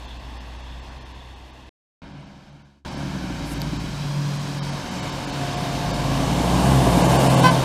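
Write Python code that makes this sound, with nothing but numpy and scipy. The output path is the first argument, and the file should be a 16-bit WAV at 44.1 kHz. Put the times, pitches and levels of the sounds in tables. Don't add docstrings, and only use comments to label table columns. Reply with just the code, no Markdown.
import sys
import numpy as np
from scipy import signal
from scipy.fft import dct
from scipy.io import wavfile
from scipy.ndimage import uniform_filter1d, map_coordinates

SR = 44100
rng = np.random.default_rng(int(sys.argv[2]) if len(sys.argv) > 2 else 0)


def transcribe(u):
    v = np.clip(np.atleast_2d(u).T, -1, 1)
    q = np.round(v * 32767).astype(np.int16)
    wavfile.write(sys.argv[1], SR, q)


def ratio_of_db(decibels):
    return 10 ** (np.asarray(decibels, float) / 20)


N = 336924

# start t/s, end t/s
SHOTS = [
    (0, 1.692),
    (2.018, 2.846),
    (2.849, 7.64),
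]
# t/s, tyre roar level/dB, view (0 leaving, 1 far, 2 close), wet spray over the roar level/dB
TRUCK = [(0, -44.5, 0.18, -15.5), (1.0, -46, 0.2, -17.5), (1.28, -47.5, 0, -17.5),
         (1.655, -50.5, 0.12, -17), (2.02, -48.5, 1.18, -24), (2.43, -54.5, 1.18, -15.5),
         (2.62, -58, 1.2, -18), (2.784, -68.5, 1.1, -12), (2.835, -86, 1.2, -10), (2.85, -39.5, 1.16, -13),
         (4.3, -39, 1.18, -6.5), (4.82, -36.5, 1.27, -10.5), (5.48, -33, 1.34, -12),
         (6.33, -26.5, 1.734, -14.5), (6.69, -22.5, 1.93, -15), (7.25, -20, 2.05, -14.5),
         (7.45, -20.5, 2, -15), (7.64, -25.5, 1.66, -13)]


def in_time(rows, step=1):
    t = np.arange(0, N, step) / SR
    rows = np.vstack(rows)
    out = np.array([np.interp(t, rows[:, 0], c) for c in rows.T[1:]])
    for start, end in SHOTS:
        own = rows[(rows[:, 0] >= start) & (rows[:, 0] <= end)]
        now = (t >= start) & (t <= end)
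        if len(own):
            out[:, now] = [np.interp(t[now], own[:, 0], c) for c in own.T[1:]]
    return out


def by_truck(pair):
    return np.where(np.arange(N) / SR < SHOTS[1][0], *pair)


def rms_one(x):
    return x / np.sqrt(np.mean(x ** 2) + 1e-20)


def drift(rate_hz):
    r = np.exp(-80 * np.pi * rate_hz / SR)
    noise = rng.standard_normal(N // 40 + 2002)
    slow = signal.lfilter([1], [1, -2 * r, r * r], noise)[2000:]
    return np.interp(np.arange(N) / 40, np.arange(len(slow)), rms_one(slow))


def turns(hz, wobble):
    return np.cumsum(hz * (1 + wobble * drift(9))) / SR


def tone(cycles, db, flutter_db):
    level = np.sqrt(2) * ratio_of_db(db + flutter_db * drift(35))
    return level * np.sin(2 * np.pi * (cycles + rng.random()))


def band(x, low_hz, high_hz):
    return signal.sosfilt(signal.butter(2, [low_hz, high_hz], "band", fs=SR, output="sos"), x)


def resonance(x, hz, width_hz):
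    r = np.exp(-np.pi * width_hz / SR)
    zeros = (1 - r * r) / 2 * np.array([1, 0, -1])
    return signal.lfilter(zeros, [1, -2 * r * np.cos(2 * np.pi * hz / SR), r * r], x)


def swells(rows, between_db):
    t = np.arange(N) / SR
    starts = [start for start, _ in SHOTS]
    shot = np.searchsorted(starts, t, "right")
    power = ratio_of_db(2 * between_db)
    for s, half, db in rows:
        same_shot = shot == np.searchsorted(starts, s, "right")
        power = power + ratio_of_db(2 * db - 24 * ((t - s) / half) ** 2) * same_shot
    return 10 * np.log10(power)


def exhaust():
    # t/s, firing rate f/Hz, firing tone level/dB, pipe growl level/dB
    engine = [(0.05, 59, -38.5, -48.5), (0.7, 60.4, -37, -63), (1.62, 63.4, -47.5, -51),
              (2.08, 65, -50.5, -46.5), (2.78, 70, -61, -61), (2.9, 71, -40, -34), (3.17, 66.6, -38, -29.5),
              (3.44, 54.7, -35.5, -29.5), (3.8, 56, -34, -29), (4.25, 56, -53, -62), (5.0, 41.8, -51, -47),
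              (5.6, 54.7, -46, -51), (6.0, 51.0, -32, -25), (6.3, 57, -30, -30), (6.7, 67.3, -24.5, -24),
              (6.92, 58.8, -24.5, -21), (7.2, 68.84, -30, -24), (7.6, 58.4, -50, -25.5)]
    cylinders_db = [16.5, -3, 14.5, 13, -14, 10]
    # f/Hz, width f/Hz, level/dB
    pipe = [
        (274.2, 63, -14),
        (490, 180, -34),
    ]
    upper_orders_db = [
        (-21, -25, -34, -30),
        (-3, -3, -17.5, -17.5),
    ]
    hz, tone_db, growl_db = in_time(engine)
    roar_db = in_time(TRUCK)[0]
    cycles = turns(hz, wobble=.0015)
    upper_db = roar_db + 0.58 * (tone_db - roar_db)
    clean = tone(cycles, tone_db, 0.3)
    for order, pair in enumerate(zip(*upper_orders_db), 2):
        order_db = upper_db + by_truck(pair) + 2.2 * drift(6.8)
        clean += tone(order * cycles, order_db, 0.28 + 0.2 * order)
    at = np.flatnonzero(np.diff(np.floor(cycles)) > 0)
    pulses = np.full(N, 1e-18)
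    pulses[at] = ratio_of_db(np.resize(cylinders_db, len(at)) + 2.7 * rng.standard_normal(N)[at])
    growl = np.zeros(N)
    for mode_hz, width_hz, db in pipe:
        ringing = resonance(pulses, mode_hz, width_hz)
        growl += ratio_of_db(db) * resonance(ringing, mode_hz, width_hz * 2)
    growl = growl / np.sqrt(uniform_filter1d(growl ** 2, size=8000) + 1e-20)
    return clean + ratio_of_db(growl_db - 6.5) * growl, cycles


def driveline():
    # t/s, axle drone f/Hz
    speed = [(0.05, 126.5), (1.62, 128.5), (2.1, 144.0), (2.75, 143.2), (2.95, 143.2), (3.75, 145.2),
             (4.25, 143.6), (5.0, 141.0), (5.7, 137.0), (6.3, 135.6), (7.0, 133.4), (7.6, 131.0)]
    # t/s, half length t/s, peak level/dB
    axle_swells = [(0.25, .22, -54), (0.722, .15, -52), (1.01, 0.14, -53), (2.17, 0.095, -41),
                   (2.4, 0.11, -56), (2.56, 0.14, -48.5), (3.034, 0.38, -34.5), (3.7, 0.38, -32.5),
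                   (4.224, 0.29, -24), (4.63, 0.19, -28.5), (5.09, 0.15, -34.5), (5.402, .16, -30.5),
                   (5.701, 0.38, -31), (6.173, 0.22, -25), (6.74, 0.17, -19), (7.04, .14, -26.5),
                   (7.389, 0.33, -21.5), (7.617, 0.26, -23)]
    # t/s, half length t/s, peak level/dB
    tread_swells = [(2.08, 0.13, -56), (2.45, 0.22, -60), (3.17, 0.18, -34), (3.75, 0.26, -36.5),
                    (4.3, 0.3, -36.5), (4.6, 0.19, -36), (5.0, 0.16, -37.5), (5.87, 0.16, -33.5),
                    (6.28, 0.14, -29), (6.56, 0.2, -25), (7.08, 0.25, -25.5), (7.45, 0.16, -20.5)]
    # t/s, half length t/s, peak level/dB
    whine_swells = [
        (5.05, 0.35, -46),
        (5.7, .45, -35),
        (6.3, 0.31, -36.5),
        (6.95, 0.22, -31),
        (7.25, .2, -42),
    ]
    between_db = (-10, -14.5, -14.5)
    hz, roar_db = in_time(speed)[0], in_time(TRUCK)[0]
    over_db = roar_db + (0.71 - 1) * np.maximum(roar_db + 39, 0)
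    axle_db = swells(axle_swells, roar_db + between_db[0])
    tread_db = swells(tread_swells, roar_db + between_db[1])
    whine_db = swells(whine_swells, roar_db + between_db[2])
    tread_hz = hz * 1.291
    axle = turns(hz, wobble=.003)
    tread = turns(tread_hz, wobble=.003)
    rough = turns(tread_hz, wobble=.009)
    singing = tone(tread, tread_db, 0.31)
    singing += tone(2 * tread, over_db - 16 + 2.8 * drift(2.4), 1.5)
    singing += tone(4 * rough, whine_db, 3)
    for order in (3, 5):
        singing += tone(order * rough, over_db - 13.5, 3)
    octave = tone(2 * axle, over_db + by_truck((-16.5, -6.5)) + 2.0 * drift(5.9), 2.7)
    return tone(axle, axle_db, 1.0) + octave + by_truck((0, 1)) * singing


def road_noise(firing, patchy_db, chuff):
    # low f/Hz, high f/Hz
    zones_hz = [
        (330, 480),
        (480, 1300),
        (1300, 5500),
        (5500, 15500),
    ]
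    # f/Hz, density level/dB per Hz
    colours = [
        [(15, -35), (25, -9), (66, -7.5), (184, -16.5), (261, -13), (572, -21), (905, -23), (1090, -25),
         (1390, -36), (1780, -26), (2150, -39.5), (2330, -30.5), (3300, -30), (11400, -48), (15800, -57)],
        [(15, -43), (25, -7), (86, -12), (161, -4.5), (300, -5), (345, -13), (480, -19), (557, -17),
         (812, -26.5), (929, -17.5), (2030, -25), (2260, -24), (5090, -25), (12100, -47.5), (15800, -51)],
        [(15, -41), (25, -17), (161, -0.5), (284, -3), (371, -4), (729, -5), (1060, -12), (1360, -38),
         (1590, -22.5), (1980, -35.5), (2390, -34), (6310, -34.5), (8270, -31.5), (12400, -38.5), (15800, -53)],
    ]
    # rumble level/dB, rattle level/dB
    body_db = [
        (-9, -2.5),
        (-5.5, 0.3),
        (-8, -4.5),
    ]
    edges = np.geomspace(25, 17000, 35)
    hz = np.sqrt(edges[1:] * edges[:-1])
    spectra = []
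    for colour in colours:
        colour_hz, colour_db = np.transpose(colour)
        spectra.append(np.interp(np.log(hz), np.log(colour_hz), colour_db))
    roar_db, view, spray_db = in_time(TRUCK, step=64)
    rumble_db, rattle_db = [np.interp(view, np.arange(len(body_db)), c) for c in np.transpose(body_db)]
    shape_db = np.array([np.interp(view, np.arange(len(spectra)), c) for c in np.transpose(spectra)])
    shape_db = shape_db + 10 * np.log10(np.diff(edges))[:, None]
    zone_db = [10 * np.log10(np.sum(ratio_of_db(2 * shape_db[(hz > lo) & (hz < hi)]), axis=0)) for lo, hi in zones_hz]
    lift_db = roar_db + np.array([rumble_db, 0 * view, rattle_db, spray_db]) - zone_db
    centres = np.sqrt(np.prod(zones_hz, axis=1))
    place = np.interp(np.log(hz), np.log(centres), np.arange(len(zones_hz)))
    white = rng.standard_normal((2, N))
    together, own = drift(4.1), drift(3.8)
    out = np.zeros(N)
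    for k, p in enumerate(place):
        low = min(int(p), len(zones_hz) - 2)
        level_db = shape_db[k] + lift_db[low] + (p - low) * (lift_db[low + 1] - lift_db[low])
        level_db = np.interp(np.arange(N) / 64, np.arange(len(level_db)), level_db)
        flicker_db = patchy_db * (.5 * together + np.roll(own, k * N // len(hz)))
        out += ratio_of_db(level_db + flicker_db) * rms_one(band(white[k % 2], edges[k], edges[k + 1]))
    return out * (1 + chuff * np.cos(2 * np.pi * firing))


def road_echoes(road):
    # t/s, lag t/ms, treble level/dB, bass level/dB
    ground_echo = [(0, 1.14, -14, -13), (1.69, 1.13, -15, -13), (2.02, 1.29, -16, -7),
                   (2.84, 1.29, -16, -7), (2.85, 1.27, -18, -8), (3.5, 1.3, -12, -9),
                   (3.95, 1.27, -12, -12), (4.2, 1.2, -11, -17), (4.65, 1.28, -11, -19),
                   (5.0, 1.33, -11, -19), (5.6, 1.33, -15, -19), (7.64, 1.34, -15, -19)]
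    # lag t/ms, level/dB
    verge = [
        (1.85, -25.5),
    ]
    lag_ms, treble_db, bass_db = in_time(ground_echo)
    lag = (lag_ms + .008 * drift(0.79)) * SR / 1000
    bass = signal.sosfiltfilt(signal.butter(2, 2600, fs=SR, output="sos"), road)
    mirrored = ratio_of_db(bass_db) * bass + ratio_of_db(treble_db) * (road - bass)
    echoes = map_coordinates(mirrored, [np.arange(N) - lag], order=3, mode="mirror")
    for ms, db in verge:
        echoes += ratio_of_db(db) * np.roll(road, round(ms * SR / 1000))
    return echoes


def horn():
    # f/Hz, level/dB
    partials = [(506.0, -26), (1020.5, -15.5), (1530, -25), (2039, -30.5), (2552, -31), (3063, -30),
                (3354, -50), (3537, -42), (4085, -34), (4595, -32), (5110, -42), (5620, -38)]
    # t/s, level/dB
    toot = [
        (7.434, -12),
        (7.444, 1.5),
        (7.452, -2),
        (7.465, 1),
        (7.5, -5.5),
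        (7.508, -19),
        (7.53, -43),
    ]
    t = np.arange(N) / SR
    reed = sum(tone(t * hz, db, 2.3) for hz, db in partials)
    return reed * ratio_of_db(np.interp(t, *np.transpose(toot), -200, -200))


def air_valve():
    # t/s, level/dB
    hiss = [
        (3.43, -75),
        (3.47, -50),
        (3.51, -46),
        (3.538, -43),
        (3.545, -75),
    ]
    air = rms_one(band(rng.standard_normal(N), 7000, 11600))
    return air * ratio_of_db(np.interp(np.arange(N) / SR, *np.transpose(hiss), -200, -200))


def valve_ticks():
    # t/s, thin top peak level/dB, body level/dB
    ticks = [
        (3.6024, -29, -43),
        (3.6177, -22, -23.5),
    ]
    top, body = np.full(N, 1e-18), np.full(N, 1e-18)
    for s, top_db, body_db in ticks:
        top[round(s * SR)] = ratio_of_db(top_db + 15)
        body[round(s * SR)] = ratio_of_db(body_db + 24.0)
    thin = band(band(band(top, 10800, 14000), 10800, 15500), 10500, 16000)
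    return thin + 1.7 * resonance(body, 4500, 380) + band(body, 3400, 5100) * 0.61


def brake_squeal():
    # t/s, f/Hz, level/dB
    squeal = [
        (2.03, 8740, -84),
        (2.1, 8720, -79),
        (2.25, 8600, -83),
        (2.4, 8500, -92),
    ]
    t = np.arange(N) / SR
    hz, db = in_time(squeal)
    return tone(turns(hz, wobble=.003), db, 3.94) * (t < squeal[-1][0]) * (t > squeal[0][0])


def blower():
    # t/s, half length t/s, f/Hz, level/dB
    whirrs = [
        (.1, 0.087, 3430, -50),
        (0.7, .12, 3450, -52.5),
        (1.224, 0.17, 3500, -57),
    ]
    air = rng.standard_normal(N)
    out = np.zeros(N)
    for s, half, hz, db in whirrs:
        whirr = rms_one(resonance(resonance(air, hz, 420), hz, 420))
        out += ratio_of_db(swells([(s, half, db)], -200)) * whirr
    return out


def scene():
    engine, firing = exhaust()
    road = road_noise(firing, patchy_db=0.69, chuff=0.036)
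    trucks = engine + driveline() + road + road_echoes(road)
    details = horn() + air_valve() + valve_ticks() + brake_squeal() + blower()
    return (trucks + details)[None]


def thin_treble(x, step, follow, size=1600):
    # t/s, f/Hz above which little survives
    thinned = [
        [(0.07, 6500), (0.186, 7500), (0.392, 6600), (0.58, 7560), (0.626, 8500), (0.812, 6500), (0.905, 10000),
         (0.998, 6500), (1.043, 6450), (1.136, 7560), (1.351, 7500), (1.522, 7540), (1.651, 10000)],
        [(2.132, 10000), (2.254, 8490), (2.512, 9900), (2.637, 5540)],
        [(2.902, 10100), (2.96, 7660), (3.594, 8500), (3.785, 8510), (4.388, 10010), (4.604, 6130),
         (4.618, 6300), (4.712, 10170), (4.9, 8800), (5.014, 7400), (5.113, 8450), (5.263, 7670), (5.317, 8450),
         (5.56, 8400), (5.925, 5950), (7.032, 8800), (7.077, 10300), (7.181, 9700), (7.288, 9990),
         (7.361, 9630), (7.417, 9530), (7.499, 10070)],
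    ]
    out = x.copy()
    window = np.sqrt(abs(signal.windows.hann(size)))
    hz = (np.arange(size) + .5) * SR / 2 / size
    for s, edge_hz in [row for shot in thinned for row in shot]:
        frame = slice(round(s * SR) - size // 2, round(s * SR) + size // 2)
        lines = dct(out[frame] * window, norm="ortho")
        smooth = np.sqrt(abs(uniform_filter1d(lines ** 2, size=80)) + 1e-18)
        edge = np.interp(.95 * edge_hz, hz, smooth)
        coarse = step * edge * np.maximum(smooth / edge, 1) ** follow
        kept = np.sign(lines) * np.floor(np.abs(lines) / coarse + .4) * coarse
        out[frame] -= dct((lines - kept) * (hz > 1200), type=3, norm="ortho") * window
    return out


def roll_off(x):
    return signal.sosfilt(signal.butter(12, 16310, fs=SR, output="sos"), x)


def record(dry):
    t = np.arange(N) / SR
    ramp_s = 0.00033
    gate = sum(np.clip(np.minimum(t - a, b - t) / ramp_s + (a == 0), 0, 1) for a, b in SHOTS)
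    top_edge = signal.cheby2(16, 70, 16300, fs=SR, output="sos")
    narrow = signal.sosfilt(top_edge, dry[0] * gate)
    mix = thin_treble(narrow, step=2.9, follow=.65)
    return roll_off(mix[None])


dry = scene()
out = record(dry)
transcribe(out)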